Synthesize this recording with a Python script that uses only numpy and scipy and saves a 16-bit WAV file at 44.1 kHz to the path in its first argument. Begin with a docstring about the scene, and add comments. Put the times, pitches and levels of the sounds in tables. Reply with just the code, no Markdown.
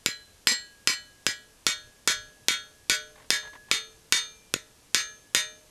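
"""A small hammer peens a scythe blade on an anvil, blow by blow, drawing out its edge in a still meadow.
Each blow is a burst of damped steel modes and grit, a thud in the soil and a softer knock as the blade drops back.
The hand-held blade rings in damped sines whose balance shifts as the edge is fed along; it also shimmers and rattles.
One blow buzzes and faint creaks pass midway, over a steady hush and a breeze made of coloured noise.
A gain control ducks the loud cracks and recovers while the blade rings."""
import sys
import numpy as np
from scipy import signal
from scipy.fft import rfft, irfft, next_fast_len
from scipy.io import wavfile
from scipy.ndimage import map_coordinates

SR = 44100
rng = np.random.default_rng(int(sys.argv[2]) if len(sys.argv) > 2 else 0)


def store_wav(level_fs):
    """Save 16-bit WAV to argv[1]."""
    pcm = np.round(np.clip(np.atleast_2d(level_fs), -1, 1) * 32767)
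    wavfile.write(sys.argv[1], SR, pcm.T.astype(np.int16))


N = 251370  # length [samples]

# Levels are in dB; hammer, blade, shimmer, rattle and meadow add a loudness of their own,
# buzzes and creaks play at their table levels.
# hammer blows: (time [s], ring level [dB], low hum level [dB], singing mode [Hz], singing level [dB])
BLOWS = [(0.0612, -7.5, 5.5, 1651, -58), (0.4712, 6, 0, 1650, -46), (0.8737, 2.5, -3.5, 1653, -49.5),
         (1.266, -4, 6, 1663, -82), (1.6667, 0.5, 1.5, 1668, -54), (2.0755, 2.5, 3, 1670, -48.5),
         (2.4843, 3, -0.5, 1675, -51.5), (2.8975, 3, 8.5, 1680, -66), (3.3046, 2.5, 3, 1682, -39.5),
         (3.714, 1.5, 11, 1685, -78), (4.124, 6, 4.5, 2376, -51), (4.5397, -15.5, -0.5, 1690, -81),
         (4.946, 3.5, 4, 1695, -50.5), (5.3484, 3.5, 8, 1697, -71)]
# the edge fed over the anvil: (time [s], place along the edge [0-4])
EDGE_FEED = [(.06, .5), (.47, .2), (.87, .22), (1.27, .55), (1.67, 1.3), (2.48, 1.35), (3.3, 1.7),
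             (3.7, 3.85), (4.12, 3.85), (4.54, 3.63)]
# blade modes, standing waves along the edge: (frequency at place 0 [Hz], drift [Hz per place], t60 [s],
# level at the crest [dB], place of the crest [places], distance between nodes [places])
BLADE_MODES = [(434.0, 2.2, 1.1, -53, 1.9, 2.5), (605.0, 3.1, 1.0, -51, 1.4, 1.7),
               (1298.0, -1.5, 0.45, -41, 4.5, 8.1), (1364.0, 0.0, 0.36, -33, 1.4, 3.0),
               (1478.0, 8.4, 0.33, -28, 3.0, 1.9), (1660.0, 8.0, 0.42, -26, 2.0, 1.2),
               (1805.0, 1.0, 0.22, -28, 2.0, 2.1), (1859.0, 2.9, 0.28, -26, 2.1, 1.2),
               (1932.0, 2.9, 0.28, -24, 2.6, 2.5), (1979.0, 1.0, 0.2, -28, 2.8, 5.1),
               (2260.0, 0.0, 0.18, -26, 1.9, 8.1), (2341.0, 2.7, 0.24, -30, 2.9, 2.1),
               (2366.0, 2.3, 0.42, -41, 4.5, 8.1), (2859.0, 4.6, 0.28, -35, 3.0, 5.6),
               (2992.0, 0.2, 0.45, -38, 2.7, 2.3), (3289.0, 1.9, 0.32, -30, 2.8, 1.7),
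               (3486.0, -0.9, 0.36, -42, 4.4, 7.4), (3640.0, 1.9, 0.3, -27, 1.5, 2.3),
               (3940.0, -1.9, 0.25, -36, 2.9, 3.9), (4044.0, 6.7, 0.38, -38, 2.6, 2.3),
               (4191.0, 3.1, 0.35, -35, 2.0, 1.3), (4261.0, 4.8, 0.33, -28.5, 2.1, 1.0),
               (4530.0, 1.0, 0.35, -41, 2.8, 1.9), (4743.0, -0.2, 0.33, -45, 2.4, 1.7),
               (5008.0, 0.0, 0.15, -19, 2.6, 2.3), (5766.0, 0.9, 0.27, -39, 3.0, 1.9),
               (6325.0, 5.0, 0.46, -34.5, 3.1, 5.6), (6817.0, 0.0, 0.17, -30, 3.5, 7.4),
               (7557.0, 3.0, 0.27, -30, 2.6, 2.3), (8546.0, -2.0, 0.23, -36, 3.3, 6.2),
               (11120, 0, 0.17, -38, 2.5, 7), (12470, 0, 0.19, -45, 2, 7)]
# steel striking steel: (frequency [Hz], level [dB], t60 [s])
STEEL_MODES = [(1023, -13.5, 0.015), (1443, -5.5, 0.023), (2603, -2.5, 0.015), (3322, 1, 0.0089),
               (5530, 7.5, 0.0018), (7045, -9.5, 0.063), (7970, -4.5, 0.013), (12030, 2, 0.00072)]
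# the anvil stake in the soil: (frequency [Hz], level [dB], t60 [s])
STAKE_MODES = [(99, -16.5, 0.044), (272, 2, 0.0089), (524, -3.5, 0.012)]
# strength of the blade's many weak modes: (frequency [Hz], level [dB])
SHIMMER_TONE = [(750, -21), (1100, -13), (1450, -22), (2100, 1), (2800, -10), (4200, -5), (6500, -4.5),
                (8500, -15.5), (12000, -17.5), (15000, -72)]
# typical decay of those weak modes: (frequency [Hz], t60 [s])
SHIMMER_T60 = [(1000, .2), (4000, .18), (8000, .17), (11000, .14), (15000, .11)]
# colour of the blade chattering on the anvil: (frequency [Hz], level [dB])
RATTLE_TONE = [(250, -4), (800, -12.5), (2100, 7), (3000, 1), (7000, 1), (12000, -14), (15000, -24)]
# the edge buzzing on the anvil: (time [s], level [dB], centre frequency [Hz])
BUZZES = [(0.112, -32, 4170)]
# creaks, each a short run of slips: (time [s], length [s], level of the first slip [dB])
CREAKS = [(3.155, .085, -44.5), (3.429, .05, -39.5), (3.53, .03, -39), (3.683, .03, -44.5)]
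# colour of the creaks: (frequency [Hz], level [dB])
CREAK_TONE = [(400, -8), (750, -4.5), (1050, 2.5), (1350, -8.5), (1800, 0), (2500, -12), (3300, -9),
              (5000, -20), (10000, -31)]
# colour of the steady hush: (frequency [Hz], level [dB])
HUSH_TONE = [(15, -42), (25, -4), (516, -13), (607, -15.5), (936, -17.5), (1480, -20), (1650, -16.5),
             (1890, -20.5), (2480, -19), (3520, -19), (4370, -19.5), (5880, -18), (11300, -22),
             (14000, -30.5), (16000, -72)]
# colour of the breeze: (frequency [Hz], level [dB])
BREEZE_TONE = [(20, -3), (50, -3), (90, 0.5), (160, -12.5), (400, -50)]
# gusts on the microphone: (time [s], width [s], level over the light breeze [dB])
GUSTS = [(.3, 0.19, 2), (1.87, 0.036, 13), (2.21, 0.095, 16.5), (3.1, .17, 3)]
# treble end of the microphone chain: (frequency [Hz], level [dB])
TREBLE_ROLLOFF = [(13000, 1.5), (16000, -12.5)]
TOP_HZ = 16400  # nothing passes above this

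# a blade held free takes up the blow, one lying flat passes it to the stake: dB gained per dB of ring
CRACK_PER_RING, THUD_PER_RING, REBOUND_PER_RING = 0.13, -0.23, -0.11
SHIMMER_PER_RING, RATTLE_PER_RING = 0.96, 1
REBOUND_S, REBOUND_SCATTER_S = 0.022, 0.0012  # from the blow to the blade dropping back on the anvil
SINGING_T60 = 1.04  # s; at each blow one mode escapes the damping of hand and anvil
SLIP_S, SLIP_LOSS_DB = 0.021, 1  # from one slip of a creak to the next


def amp(db):
    """Decibels to gain."""
    return 10 ** (np.asarray(db) / 20)


def unit(x):
    """Scale to rms 1."""
    return x / np.sqrt(np.mean(x ** 2) + 1e-20)


def along(points, hz):
    """Read (frequency [Hz], value) points on a log frequency axis."""
    f, v = np.transpose(points)
    return np.interp(np.log(hz + 1), np.log(f + 1), v)


def filtered(x, response):
    """Shape the spectrum of x by a response of frequency."""
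    m = next_fast_len(len(x) + SR // 2)
    spectrum = rfft(x, m) * response(np.fft.rfftfreq(m, 1 / SR))
    return irfft(spectrum, m)[:len(x)]


def noise(tone):
    """Coloured noise of rms 1."""
    return unit(filtered(rng.standard_normal(N), lambda hz: amp(along(tone, hz))))


def fade(t, t60):
    """Exponential decay that falls by 60 dB in t60."""
    return np.exp(-np.log(1000) * t / t60)


def ringing(hz, t60, size):
    """One damped sine per row."""
    t = np.arange(size, dtype=np.float32) / SR
    sines = np.sin(2 * np.pi * np.float32(hz)[:, None] * t)
    return sines * fade(t, np.float32(t60)[:, None])


def knock(modes, scatter_db, detune):
    """A short knock on a few damped modes, varied each time; its energy is that of 1 ms at rms 1."""
    hz, db, t60 = np.transpose(modes)
    signs = (-1) ** np.arange(len(hz))
    gains = amp(db + scatter_db * rng.standard_normal(len(hz))) * signs
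    detuned_hz = hz * (1 + detune * rng.standard_normal(len(hz)))
    x = gains @ ringing(detuned_hz, t60, size=SR // 10)
    return x / np.linalg.norm(x) * np.sqrt(SR / 1000)


def add(track, s, x):
    """Mix x into the track at time s."""
    i = round(s * SR)
    track[i:i + len(x)] += x[:max(N - i, 0)]


def meadow(hush_db=-60, breeze_db=-71, flutter_db=1.5, flutter_rate_hz=9):
    """A steady hush, and a fluttering light breeze that swells into brief gusts on the microphone."""
    t = np.arange(N) / SR
    flutter_points = rng.standard_normal(int(N * flutter_rate_hz / SR) + 4)
    flutter = map_coordinates(flutter_points, [t * flutter_rate_hz])  # smooth curve through the points
    gusts_db = sum(db * np.exp(-((t - s) / width) ** 2) for s, width, db in GUSTS)
    hush = amp(hush_db) * noise(HUSH_TONE)
    breeze = amp(breeze_db + gusts_db + flutter_db * flutter) * noise(BREEZE_TONE)
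    return hush + breeze


def hammer(crack_db=-9.5, grit_db=-9, grit_t60=0.0024, thud_db=-22, rebound_db=-31.0, clack_db=-6):
    """The face cracks on the edge, the stake thuds in the soil, and the blade drops back on the anvil."""
    out = np.zeros(N)
    t = np.arange(SR // 10) / SR
    steel = lambda: knock(STEEL_MODES, scatter_db=1.5, detune=0.025)
    soil = lambda: knock(STAKE_MODES, scatter_db=1.5, detune=0.07)
    for s, ring, *_ in BLOWS:
        # the steel yields under the face
        grit = amp(grit_db) * rng.standard_normal(len(t)) * fade(t, grit_t60)
        add(out, s, amp(crack_db + CRACK_PER_RING * ring) * (steel() + grit))
        add(out, s, amp(thud_db + THUD_PER_RING * ring) * soil())
        landing = s + REBOUND_S + REBOUND_SCATTER_S * rng.standard_normal()
        rebound = soil() + amp(clack_db) * steel()
        add(out, landing, amp(rebound_db + REBOUND_PER_RING * ring) * rebound)
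    return out


def blade(ring_db=1, brightness_db=4.5, singing_db=3, node_db=-14, scatter_db=2):
    """A mode rings most when struck at its crest and least at a node, so feeding the edge changes the tone."""
    out = np.zeros(N)
    hz, drift, t60, crest_db, crest, spacing = np.transpose(BLADE_MODES)
    # a narrow blade radiates its low modes poorly
    radiation_db = brightness_db * np.clip(np.log2(hz / 3000), -1, 0)
    for s, ring, hum, sing_hz, sing in BLOWS:
        place = np.interp(s, *np.transpose(EDGE_FEED))
        shape = np.hypot(np.cos(np.pi * (place - crest) / spacing), amp(node_db))
        blow_db = np.where(hz < 1000, hum, ring + ring_db)  # the modes below 1 kHz are the hum
        db = crest_db + blow_db + scatter_db * rng.standard_normal(len(hz))
        gains = shape * amp(db + radiation_db) * rng.choice([-1, 1], len(hz))
        add(out, s, gains @ ringing(hz + drift * place, t60, size=SR))
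        add(out, s, amp(sing + singing_db) * ringing([sing_hz], [SINGING_T60], size=SR)[0])
    return out


def shimmer(shimmer_db=-18, count=240, uneven_db=4, t60_spread=0.12):
    """Thin sheet steel has a crowd of weak, uneven modes; each blow stirs them in new proportions."""
    out = np.zeros(N)
    hz = np.linspace(750, 15000, count) + rng.uniform(-30, 30, count)
    t60 = along(SHIMMER_T60, hz) * np.exp(t60_spread * rng.standard_normal(count))
    modes = ringing(hz, t60, size=SR // 2)
    strengths = amp(along(SHIMMER_TONE, hz) + rng.uniform(-uneven_db, uneven_db, count))
    for s, ring, *_ in BLOWS:
        gains = strengths * rng.standard_normal(count)
        gains = gains / np.linalg.norm(gains)
        add(out, s, amp(shimmer_db + SHIMMER_PER_RING * ring) * gains @ modes)
    return out


def rattle(rattle_db=-29, length_s=0.075, dwindle=1.24, count=40, mode_count=90, t60=0.06):
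    """The swinging blade chatters on the anvil: tiny contacts chink on the same modes and dwindle."""
    out = np.zeros(N)
    for s, ring, *_ in BLOWS:
        hz = np.linspace(300, 15000, mode_count) + rng.uniform(-75, 75, mode_count)
        strengths = amp(along(RATTLE_TONE, hz)) * rng.standard_normal(mode_count) / np.sqrt(mode_count)
        gains = strengths * rng.standard_normal((count, mode_count))
        chinks = gains @ ringing(hz, np.full(mode_count, t60), size=SR // 12)
        shares = rng.uniform(0.03, 1, count)  # how far into the rattle each chink falls
        sizes_db = rng.normal(0, 4, count)
        for chink, share, size_db in zip(chinks, shares, sizes_db):
            gain = amp(rattle_db + RATTLE_PER_RING * ring + size_db) * (1 - share) ** dwindle
            add(out, s + share * length_s, gain * chink)
    return out


def buzzes(spread_hz=110, short_t60=0.0071, long_t60=0.46, count=7):
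    """A touch of the edge on the anvil sets a cluster of close modes beating."""
    out = np.zeros(N)
    t60 = np.geomspace(long_t60, short_t60, count)  # the lowest mode lasts longest
    for s, db, hz in BUZZES:
        cluster = ringing(hz + spread_hz * np.linspace(-1, 1, count), t60, size=SR // 2)
        add(out, s, amp(db) * rng.choice([-1, 1], count) @ cluster / np.sqrt(count))
    return out


def creaks(t60=0.061, rise_s=0.0057):
    """Runs of small dry slips, each a puff of coloured noise weaker than the last."""
    level = np.zeros(N)
    t = np.arange(SR // 10) / SR
    puff = fade(t, t60) * (1 - np.exp(-t / rise_s))
    for s, length, db in CREAKS:
        for k, delay in enumerate(np.arange(0, length, SLIP_S)):
            add(level, s + delay, amp(db - SLIP_LOSS_DB * k) * puff)
    return level * noise(CREAK_TONE)


def scene():
    """Everything at one microphone in the open air."""
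    blows = hammer() + blade() + shimmer() + rattle()
    return (meadow() + blows + buzzes() + creaks())[None]


def gain_control(x, threshold_db=-19, release_db_per_s=150, attack_s=0.0011):
    """The start of a crack slips through, then the gain drops and recovers while the blade rings."""
    keep = np.exp(-1 / (attack_s * SR))
    smooth = lambda v: signal.lfilter([1 - keep], [1, -keep], v)
    excess_db = np.maximum(10 * np.log10(smooth(x ** 2) + 1e-12) - threshold_db, 0)
    # hold each peak of the excess and let it fall at the release rate
    recovery_db = release_db_per_s * np.arange(N) / SR
    reduction_db = np.maximum.accumulate(excess_db + recovery_db) - recovery_db
    return x * amp(-smooth(reduction_db))


def record(dry):
    """Gain control, soft overload on the peaks, and a treble band limit."""
    x = gain_control(dry[0])
    x = x / (1 + (x / 0.8) ** 4) ** (1 / 4)  # peaks bend towards 0.8
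    return filtered(x, lambda hz: amp(along(TREBLE_ROLLOFF, hz)) * (hz < TOP_HZ))[None]


dry = scene()
out = record(dry)
store_wav(out)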